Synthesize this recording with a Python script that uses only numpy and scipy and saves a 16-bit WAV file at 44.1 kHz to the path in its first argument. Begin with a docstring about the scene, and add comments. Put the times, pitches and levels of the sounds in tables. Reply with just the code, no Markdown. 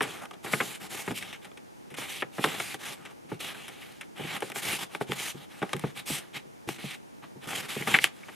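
"""A snap and a dry rub of paper, close by in a quiet room: two hands work an open scroll along.
Bending makes the sheet buckle, with sharp snaps where it is taut and dull flops where it is slack.
In short strokes it slides over its own roll and the fingers, and stick-slip friction makes it rasp.
Fingertips shifting their grip bump the hollow roll, which rings in its normal modes.
A short reverberation and a steady room tone lie behind."""
import sys
import numpy as np
from scipy import signal
from scipy.fft import rfft, irfft, next_fast_len
from scipy.io import wavfile
from scipy.ndimage import uniform_filter1d

SR = 44100
rng = np.random.default_rng(int(sys.argv[2]) if len(sys.argv) > 2 else 0)


def unload_wav(signal):
    """Save mono or channel-first audio to the path in sys.argv[1] as 16-bit WAV at rate SR, clipped to [-1, 1]."""
    wavfile.write(
        sys.argv[1],
        SR,
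        np.round(np.clip(np.atleast_2d(signal).T, -1, 1) * 32767).astype(np.int16),
    )


N = 368235
HZ = np.fft.rfftfreq(4096, 1 / SR)  # frequency grid of the filters

# bands in which a buckle travels and decays: (edge frequency [Hz])
BAND_EDGES_HZ = [45, 200, 400, 700, 1100, 1700, 2600, 4200, 8000, 17000]
# spectrum of the curled sheet as it buckles: (frequency [Hz], relative density [dB])
SHEET_SPECTRUM = [(40, -15), (80, -13), (140, 5.5), (270, 0.5), (400, 1), (570, -5.5), (880, -9),
                  (1350, -8), (2200, -7), (3400, -13), (4700, -21.5), (6000, -18.5), (8500, -23),
                  (11500, -24), (15500, -46)]
# buckles, from sharp snap to dull flop:
# (time [s], level [dB], upper edge [Hz], tilt [dB/octave], ring of the taut roll [dB], length [s])
BUCKLES = [(0.0068, -22, 1110, 7.5, -1, 0.0099), (0.0195, -26.5, 11000, 3.5, -1.5, 0.039),
           (0.254, -43.5, 1700, 10.5, -7, 0.008), (0.31, -41, 1490, 9, -10, 0.0094),
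           (0.3333, -45, 4300, 4.5, -10, 0.023), (0.444, -35.5, 8000, 2, -10, 0.014),
           (0.4616, -34.5, 2400, 4, 0.5, .022), (0.5322, -20, 2200, 3, 3.5, 0.014),
           (0.602, -21.5, 1500, 5.5, 2, 0.016), (0.9448, -38.5, 5000, 1, -3, 0.0089),
           (1.0766, -27, 2400, 0, 2.5, 0.012), (1.1077, -28.5, 4000, -1, -2, 0.013),
           (1.175, -38, 8800, 8, 6, .014), (1.224, -36.5, 5000, 8.5, 5, 0.017),
           (1.3276, -37.5, 3100, 8.5, 1, 0.028), (1.4457, -43, 8000, 4, -1, 0.024),
           (1.515, -51, 5000, 3, -3, .006), (1.573, -46, 5700, 5, -2, 0.016),
           (1.903, -47, 13000, 4, 1, 0.042), (1.941, -40.5, 9000, 4, 1, 0.016),
           (1.9835, -35.5, 13000, 0.5, -7, 0.0047), (2.222, -25.5, 800, 8, 8.5, 0.0095),
           (2.382, -27, 1200, 2, 1, 0.017), (2.4402, -18, 2200, 6.5, -8, .012),
           (2.472, -32, 1000, 3, -3, 0.0047), (2.6, -28, 1900, 8.5, -7, 0.0072),
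           (2.7431, -34, 9000, 3, -5, 0.0085), (3.0514, -40.5, 4500, 6, -2, 0.023),
           (3.316, -29, 1000, 0, 1, .009), (3.403, -39, 8400, 6.5, -7, .02),
           (3.6808, -39.5, 13000, 4.5, -1, .02), (4.01, -37, 8000, 5, 4.5, 0.018),
           (3.821, -46.5, 3000, 8, 0, .02), (4.1934, -32.5, 700, 1.5, -12, 0.014),
           (4.4046, -42, 11000, 6, -2, 0.0099), (4.4214, -27, 450, 10.5, -2, 0.013),
           (4.4994, -39.5, 12000, 3, -9, 0.0088), (4.518, -38, 11000, 4, 4, .008),
           (4.5584, -33, 1720, 7, -6, 0.0086), (4.9487, -31, 2200, 6, -4, 0.0058),
           (5.01, -25.5, 1000, 4, -5.5, 0.0084), (5.119, -27.5, 5040, 3.5, 1.5, 0.0027),
           (5.6172, -29, 2720, -0.5, -2, .012), (5.6256, -25.5, 890, 7.5, -3.5, 0.013),
           (5.692, -45.5, 6200, 6, 4, 0.0056), (5.7313, -26, 4500, 5, -7, 0.0089),
           (5.765, -41.5, 13000, 5, 0, 0.0085), (5.794, -42, 13000, 5, -3, 0.0087),
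           (5.837, -23, 2100, -1.5, -5, 0.0096), (6.1, -30, 3400, -3.5, -5, .007),
           (6.6882, -28.5, 13000, 1.1, -4, 0.0044), (6.7845, -43.5, 8400, 1.5, 0, .012),
           (6.838, -32, 780, -2.5, -1, 0.0071), (7.473, -42, 11000, 3.5, -9, .008),
           (7.53, -34.5, 1500, 5, 1, .008), (7.763, -30, 400, 5, -5, 0.0089),
           (7.8225, -33.5, 4800, 1.5, 7, 0.0044), (7.8722, -24, 2000, 4, -1.5, 0.023),
           (7.9407, -12.5, 3030, 5.5, 9, 0.022), (7.942, -28.5, 400, 8.5, -1, 0.0063),
           (7.9872, -21.5, 3100, 8, 10, 0.006), (8.0411, -16.5, 6000, 7.5, 5, 0.0045),
           (8.047, -29.5, 2600, 9.5, -2, 0.026), (8.233, -46, 1700, 6, 15, 0.01),
           (8.284, -40, 910, 8.5, 2, 0.022)]


def buckle(level_db, edge_hz, tilt_db, ring_db, length_s, roll_hz=2140, ring_octaves=0.63):
    """Buckling releases elastic energy as a click and a burst of slips; dispersion delays the bass."""
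    t = np.arange(8192) / SR
    run_s, decay_s = 0.35 * length_s, 0.65 * length_s  # the crease runs, then decays (time at 1 kHz)
    slips = rng.standard_normal((2, len(t)))
    slips *= amp(3 * np.repeat(rng.standard_normal(len(t) // 32), 32))  # crackle
    slips *= 1 - np.exp(-t / 0.00032)
    slips[0, 16] += rng.choice([-9.6, 9.6])  # the first click
    slips = spread(slips, width=0.56)  # a crease is small
    burst = 0
    for k, (lo, hi) in enumerate(zip(BAND_EDGES_HZ, BAND_EDGES_HZ[1:])):
        khz = np.sqrt(lo * hi) / 1000
        fade = np.exp(-np.maximum(t - run_s, 0) / (decay_s * khz ** -0.41))  # the bass dies last
        travel_s = 0.0007 / np.sqrt(khz)  # low bending waves travel slower
        wave = np.roll(band(slips * fade, lo, hi), round(SR * travel_s))
        burst += (-1) ** k * evened(wave) * np.sqrt(hi - lo)  # the same energy in every Hz
    shape_db = read(SHEET_SPECTRUM, HZ) + cavity_db()
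    shape_db += tilt_db * np.log2((HZ + 20) / 1000)
    shape_db -= 10 * np.log10(1 + (HZ / edge_hz) ** 4)
    shape_db += ring_db * np.exp(-(np.log2((HZ + 1) / roll_hz) / ring_octaves) ** 2)
    return at_level(colour(burst, shape_db), level_db)


# spectrum of paper sliding on paper: (frequency [Hz], relative density [dB])
FRICTION_SPECTRUM = [(50, -30.5), (90, -10), (150, -5.5), (400, -5.5), (620, -6.5), (1100, -6), (1700, -3),
                     (2150, 0.5), (3000, 0.5), (3600, -1), (4400, -3), (10000, -1.5), (12500, -4),
                     (15000, -16), (16000, -33)]
# slides of the sheet, before the band trims: (time [s], length [s], rasp level [dB],
# swell from start to end [dB], hiss over rasp [dB], hollow body over rasp [dB])
STROKES = [(0.005, 0.2, -47, -8, -4.5, 2.5), (0.205, 0.039, -52.5, 3.5, -2.5, 11),
           (0.426, 0.1, -45.5, -1, -3, 1), (0.507, 0.051, -40, -0.5, 3, -4), (0.561, 0.2, -44, -6, 0.5, -2),
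           (0.795, 0.074, -49.5, -2, 0, 2.5), (0.89, .13, -43, 2, -0.5, -2.5),
           (1.017, 0.099, -49, 9.5, -2.5, 0.5), (1.134, 0.053, -42.5, 7.5, -1.5, -7.5),
           (1.19, 0.18, -49, -11, -7, -2.5), (1.41, 0.067, -55.5, -2, -6, 2.5),
           (1.962, 0.13, -42, -9.5, -4.5, -3), (2.079, 0.14, -40.5, -6, -5, -5),
           (2.312, 0.14, -48.5, 22, -3, -2.5), (2.414, 0.17, -38.5, 1.5, -7.5, -1.5),
           (2.578, 0.17, -40.5, -6, -3.5, -4.5), (2.783, 0.15, -43.5, 8, -4, -2),
           (2.948, 0.17, -59.5, 6, -7, 3.5), (3.281, 0.064, -52, 7, -7, 3),
           (3.389, 0.13, -39, -1, -7.5, -4), (3.525, 0.36, -52, -11, -7.5, -3),
           (3.786, 0.27, -57, -13.5, -5, -4), (4.151, .22, -41, 11, -9, -3),
           (4.409, 0.11, -47.5, -7, -5, -5), (4.538, 0.062, -41, 1.5, 0.5, -1),
           (4.609, .155, -36, 3.5, -2, -3), (4.769, 0.066, -38.5, 6, -4.5, -2),
           (4.886, 0.075, -52, 12, -5, 1), (4.998, 0.024, -42.5, 1, -4.5, 3),
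           (5.051, .085, -49, 26, -7, -1), (5.144, 0.16, -38, 4, -3.5, -7), (5.325, .12, -55, 4, -6, 0.5),
           (5.486, 0.423, -53.5, 5, -6, -0.5), (5.943, 0.056, -44, 7, -5, -2.5),
           (6.055, .135, -37.5, -5.5, -0.5, -5.5), (6.175, 0.15, -60.5, -21, -5, 5),
           (6.327, 0.049, -40, 8, -10, -4), (6.671, 0.093, -44.5, -13, -4.5, -4.5),
           (6.779, 0.17, -42, 2, -9.5, -10), (7.218, 0.03, -51, -3, -12, 5),
           (7.409, 0.049, -50.5, 4, -6, 1), (7.466, 0.14, -38.5, 1.5, -3.5, -2),
           (7.614, 0.056, -44, -7, -5.5, 0.5), (7.677, 0.24, -40.5, -11.5, -6, -5.5),
           (7.858, .11, -31, 2, -8, -2.5), (7.981, 0.069, -39, 18, -4, -13),
           (8.112, 0.4, -55.5, 6, -5.5, -1.5)]


def rubbing(body_hz=1800, hiss_hz=4000, body_trim_db=-1.36, rasp_trim_db=-1.5, judder_db=1.25):
    """Sliding friction makes paper rasp; each stroke has its own hollow body below and hiss above."""
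    power = np.zeros((3, N))
    for start, length, level, swell, hiss_db, body_db in STROKES:
        band_gains = amp([[body_db + body_trim_db], [rasp_trim_db], [hiss_db]])
        add(power, start, (band_gains * slide(length, level, swell)) ** 2)
    grain = fibres() * amp(judder_db * wobble(per_s=130))
    grain = contact_drift(colour(grain, read(FRICTION_SPECTRUM, HZ) + cavity_db()))
    size = next_fast_len(N)
    hz, spectrum = np.fft.rfftfreq(size, 1 / SR), rfft(grain, size)
    body = irfft(spectrum / (1 + (hz / body_hz) ** 12), size)[:, :N]
    hiss = grain - irfft(spectrum / (1 + (hz / hiss_hz) ** 14), size)[:, :N]
    rasp = grain - body - hiss
    return sum(np.sqrt(p) * evened(part) for p, part in zip(power, (body, rasp, hiss)))


def slide(length_s, level_db, swell_db, grip_s=0.022, let_go_s=0.013, arch_db=1.5):
    """Friction noise follows speed: a quick start, an arch that leans with the swell, a short stop."""
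    t = np.arange(SR // 2) / SR
    progress = np.minimum(t / length_s, 1)
    gate = np.minimum(t / grip_s, 1) * np.exp(-np.maximum(t - length_s, 0) / let_go_s)
    arch = np.sin(np.pi * progress) - 0.5
    return gate * amp(level_db + swell_db * (progress - 0.5) + arch_db * arch)


def fibres(catches_per_s=2500, smooth_share=0.63):
    """Stick-slip: fibres catch and let go in tiny uneven clicks over a smooth hiss."""
    sizes = amp(np.minimum(rng.exponential(1, N), 4))
    catches = rng.random(N) < catches_per_s / SR
    clicks = evened(sizes * catches * rng.choice([-1, 1], (2, N)))
    hiss = rng.standard_normal((2, N))
    return spread(np.sqrt(1 - smooth_share) * clicks + np.sqrt(smooth_share) * hiss)


def contact_drift(x, depth_db=1.76):
    """A changing contact patch acts as a time-varying filter on the friction noise."""
    spectra = signal.stft(x, SR, nperseg=512)[2]
    patches = uniform_filter1d(rng.standard_normal(spectra.shape[1:]), size=12, axis=0)  # in frequency
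    patches = uniform_filter1d(patches, size=14, axis=1)  # in time
    return signal.istft(spectra * amp(depth_db * evened(patches)), SR)[1][:, :N]


# modes of the roll and the air in it: (frequency [Hz], relative level [dB], t60 [s])
ROLL_MODES = [(142.7, -2, 0.18), (175.5, -0.5, 0.11), (242, -1, 0.099), (355, 7, 0.05), (453, -1.5, 0.077),
              (836, -7, 0.059)]
# fingers padding against the roll: (time [s], level [dB])
FINGER_BUMPS = [(1.916, -44), (2.99, -52), (3.244, -49), (3.332, -45), (4.2435, -34), (5.094, -29.5),
                (5.3463, -38.5), (5.749, -29.5), (6.453, -50), (6.675, -33.5), (7.3577, -42),
                (7.469, -40.5), (7.805, -33)]


def finger_bump(level_db, attack_s=0.0054, detune=0.08):
    """A soft impact excites the roll's damped normal modes, a little differently at every grip."""
    t = np.arange(8192) / SR
    ring = 0
    for hz, db, t60 in ROLL_MODES:
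        shift, lead = rng.uniform(-0.75, 1, 2)
        stereo_phase = lead * np.array([[0.52], [-0.52]])
        phase = 2 * np.pi * hz * (1 + detune * shift) * t + stereo_phase
        ring += amp(db - 60 * t / t60) * np.sin(phase)
    return at_level(ring * (1 - np.exp(-t / attack_s)), level_db)


# resonances of the air in the curl and of a camera close by: (frequency [Hz], width [Hz], gain [dB])
CAVITIES = [(148, 130, 4.5), (376, 160, 2.5), (808, 164, 6.5), (987, 70, -2.5), (1203, 110, 3.5),
            (2240, 110, 2), (3230, 230, 0)]


def cavity_db():
    """Resonance colours buckling and friction alike: a sum of Lorentzian curves on the grid HZ."""
    return sum(db / (1 + (2 * (HZ - hz) / width) ** 2) for hz, width, db in CAVITIES)


# lean of the buckling part of the sheet: (frequency [Hz], left minus right [dB])
LEAN = [(120, 0.5), (260, -1), (550, -0.5), (1100, 1.9), (2200, 1.5), (5000, 1.5), (12000, -1.5)]


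def off_centre(x):
    """An off-axis source reaches left and right at levels that depend on frequency."""
    lean_db = read(LEAN, HZ) / 2
    return np.vstack([colour(x[:1], lean_db), colour(x[1:], -lean_db)])


# left-right likeness of the paper's direct sound: (frequency [Hz], coherence [0-1])
COHERENCE = [(100, 0.92), (500, 0.45), (1200, 0.79), (2300, 0.92), (6000, 0.89), (15000, 0.79)]


def spread(pair, width=1):
    """An extended source is partly coherent: two noises become mid and side; width 1 is the sheet."""
    size = next_fast_len(pair.shape[1])
    coherence = read(COHERENCE, np.fft.rfftfreq(size, 1 / SR))
    weights = np.sqrt([1 + coherence, 1 - coherence])
    mid, side = irfft(rfft(pair, size) * weights, size)[:, :pair.shape[1]]
    return np.array([mid + width * side, mid - width * side]) / 2


# reverberation time of a small furnished room: (frequency [Hz], t60 [s])
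ROOM_T60 = [(120, 0.35), (500, 0.43), (2000, 0.18), (6000, 0.2), (14000, 0.061)]


def reverberation(x, first_wall_s=0.0062):
    """Absorption makes the dense reflections decay exponentially, each band at its own rate."""
    reflections = rng.standard_normal((2, SR // 2)) * (np.arange(SR // 2) / SR > first_wall_s)
    hz, t, spectra = signal.stft(reflections, SR, nperseg=256)
    decay = amp(-60 * t / read(ROOM_T60, hz)[:, None])
    tail = signal.istft(spectra * decay, SR)[1]
    return signal.fftconvolve(x, tail / np.linalg.norm(tail[0]), axes=1)[:, :N]


# room tone in phase (mid) and in antiphase (side): (frequency [Hz], relative density [dB])
TONE_MID = [(25, -32), (45, -12.5), (130, -2.5), (330, 0.5), (450, -5), (740, -6.5), (830, -2), (1100, -12),
            (2200, -11.5), (4200, -18), (6400, -16), (8000, -20.5), (10000, -18.5), (15500, -28.5)]
TONE_SIDE = [(25, -24), (45, -17), (130, -4), (200, 1), (370, -2), (450, -3.5), (900, -11), (2000, -20.5),
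             (4000, -29.5), (7500, -37), (10000, -35), (15500, -44)]


def room_tone(mid_db=-58.5, side_db=-49):
    """Stationary noise, a low rush under hiss; its strong antiphase part makes it sound wide."""
    mid = amp(mid_db) * evened(colour(rng.standard_normal((1, N)), read(TONE_MID, HZ)))
    side = amp(side_db) * evened(colour(rng.standard_normal((1, N)), read(TONE_SIDE, HZ)))
    return np.vstack([mid + side, mid - side])


def amp(db):
    """Decibels to amplitude ratio."""
    return 10 ** (np.asarray(db) / 20)


def evened(x):
    """Normalisation to rms 1."""
    return x / np.sqrt(np.mean(x ** 2) + 1e-20)


def at_level(x, level_db):
    """Equal energy: scales a transient to the energy of 10 ms of sound at level_db."""
    return amp(level_db) * np.sqrt(0.01 * SR / x.shape[1]) * evened(x)


def read(points, hz):
    """Linear interpolation of (frequency [Hz], value) on a log frequency axis."""
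    frequencies, values = np.transpose(points)
    return np.interp(np.log(hz + 1), np.log(frequencies + 1), values)


def wobble(per_s):
    """Random modulation: a curve of rms 1 through per_s random points a second."""
    knots = rng.standard_normal(4000)
    return evened(np.interp(np.arange(N) / SR * per_s, np.arange(len(knots)), knots))


def add(mix, start_s, sound):
    """Superposition: adds a signal to the mix from start_s on."""
    part = mix[:, round(start_s * SR):][:, :sound.shape[1]]
    part += sound[:, :part.shape[1]]


def colour(x, db):
    """Minimum-phase filter with the gain db on the grid HZ."""
    log_gain = np.log(amp(np.r_[db, db[-2:0:-1]]))
    response = np.exp(np.conj(signal.hilbert(log_gain)))
    taps = irfft(response[:len(HZ)])
    return signal.oaconvolve(x, taps[None], axes=1)[:, :x.shape[1]]


def band(x, lo_hz, hi_hz):
    """Causal band-pass filter."""
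    return signal.sosfilt(signal.butter(2, [lo_hz, hi_hz], "band", fs=SR, output="sos"), x)


def scene(transient_room_db=-21.5, rub_room_db=-17.5):
    """Close to a source the direct field dominates: paper and fingers in front, the room behind."""
    transients = np.zeros((2, N))
    for start, *crease in BUCKLES:
        add(transients, start, buckle(*crease))
    for start, level in FINGER_BUMPS:
        add(transients, start, finger_bump(level))
    transients = off_centre(transients)
    rub = rubbing()
    reflected = reverberation(amp(transient_room_db) * transients + amp(rub_room_db) * rub)
    return transients + rub + reflected + room_tone()


def record(dry, edge_hz=15500):
    """Band limiting: a linear-phase low-pass removes the highest treble."""
    taps = signal.firwin(301, edge_hz, window=("kaiser", 9), fs=SR)
    return signal.oaconvolve(dry, taps[None], "same", axes=1)


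dry = scene()
out = record(dry)
unload_wav(out)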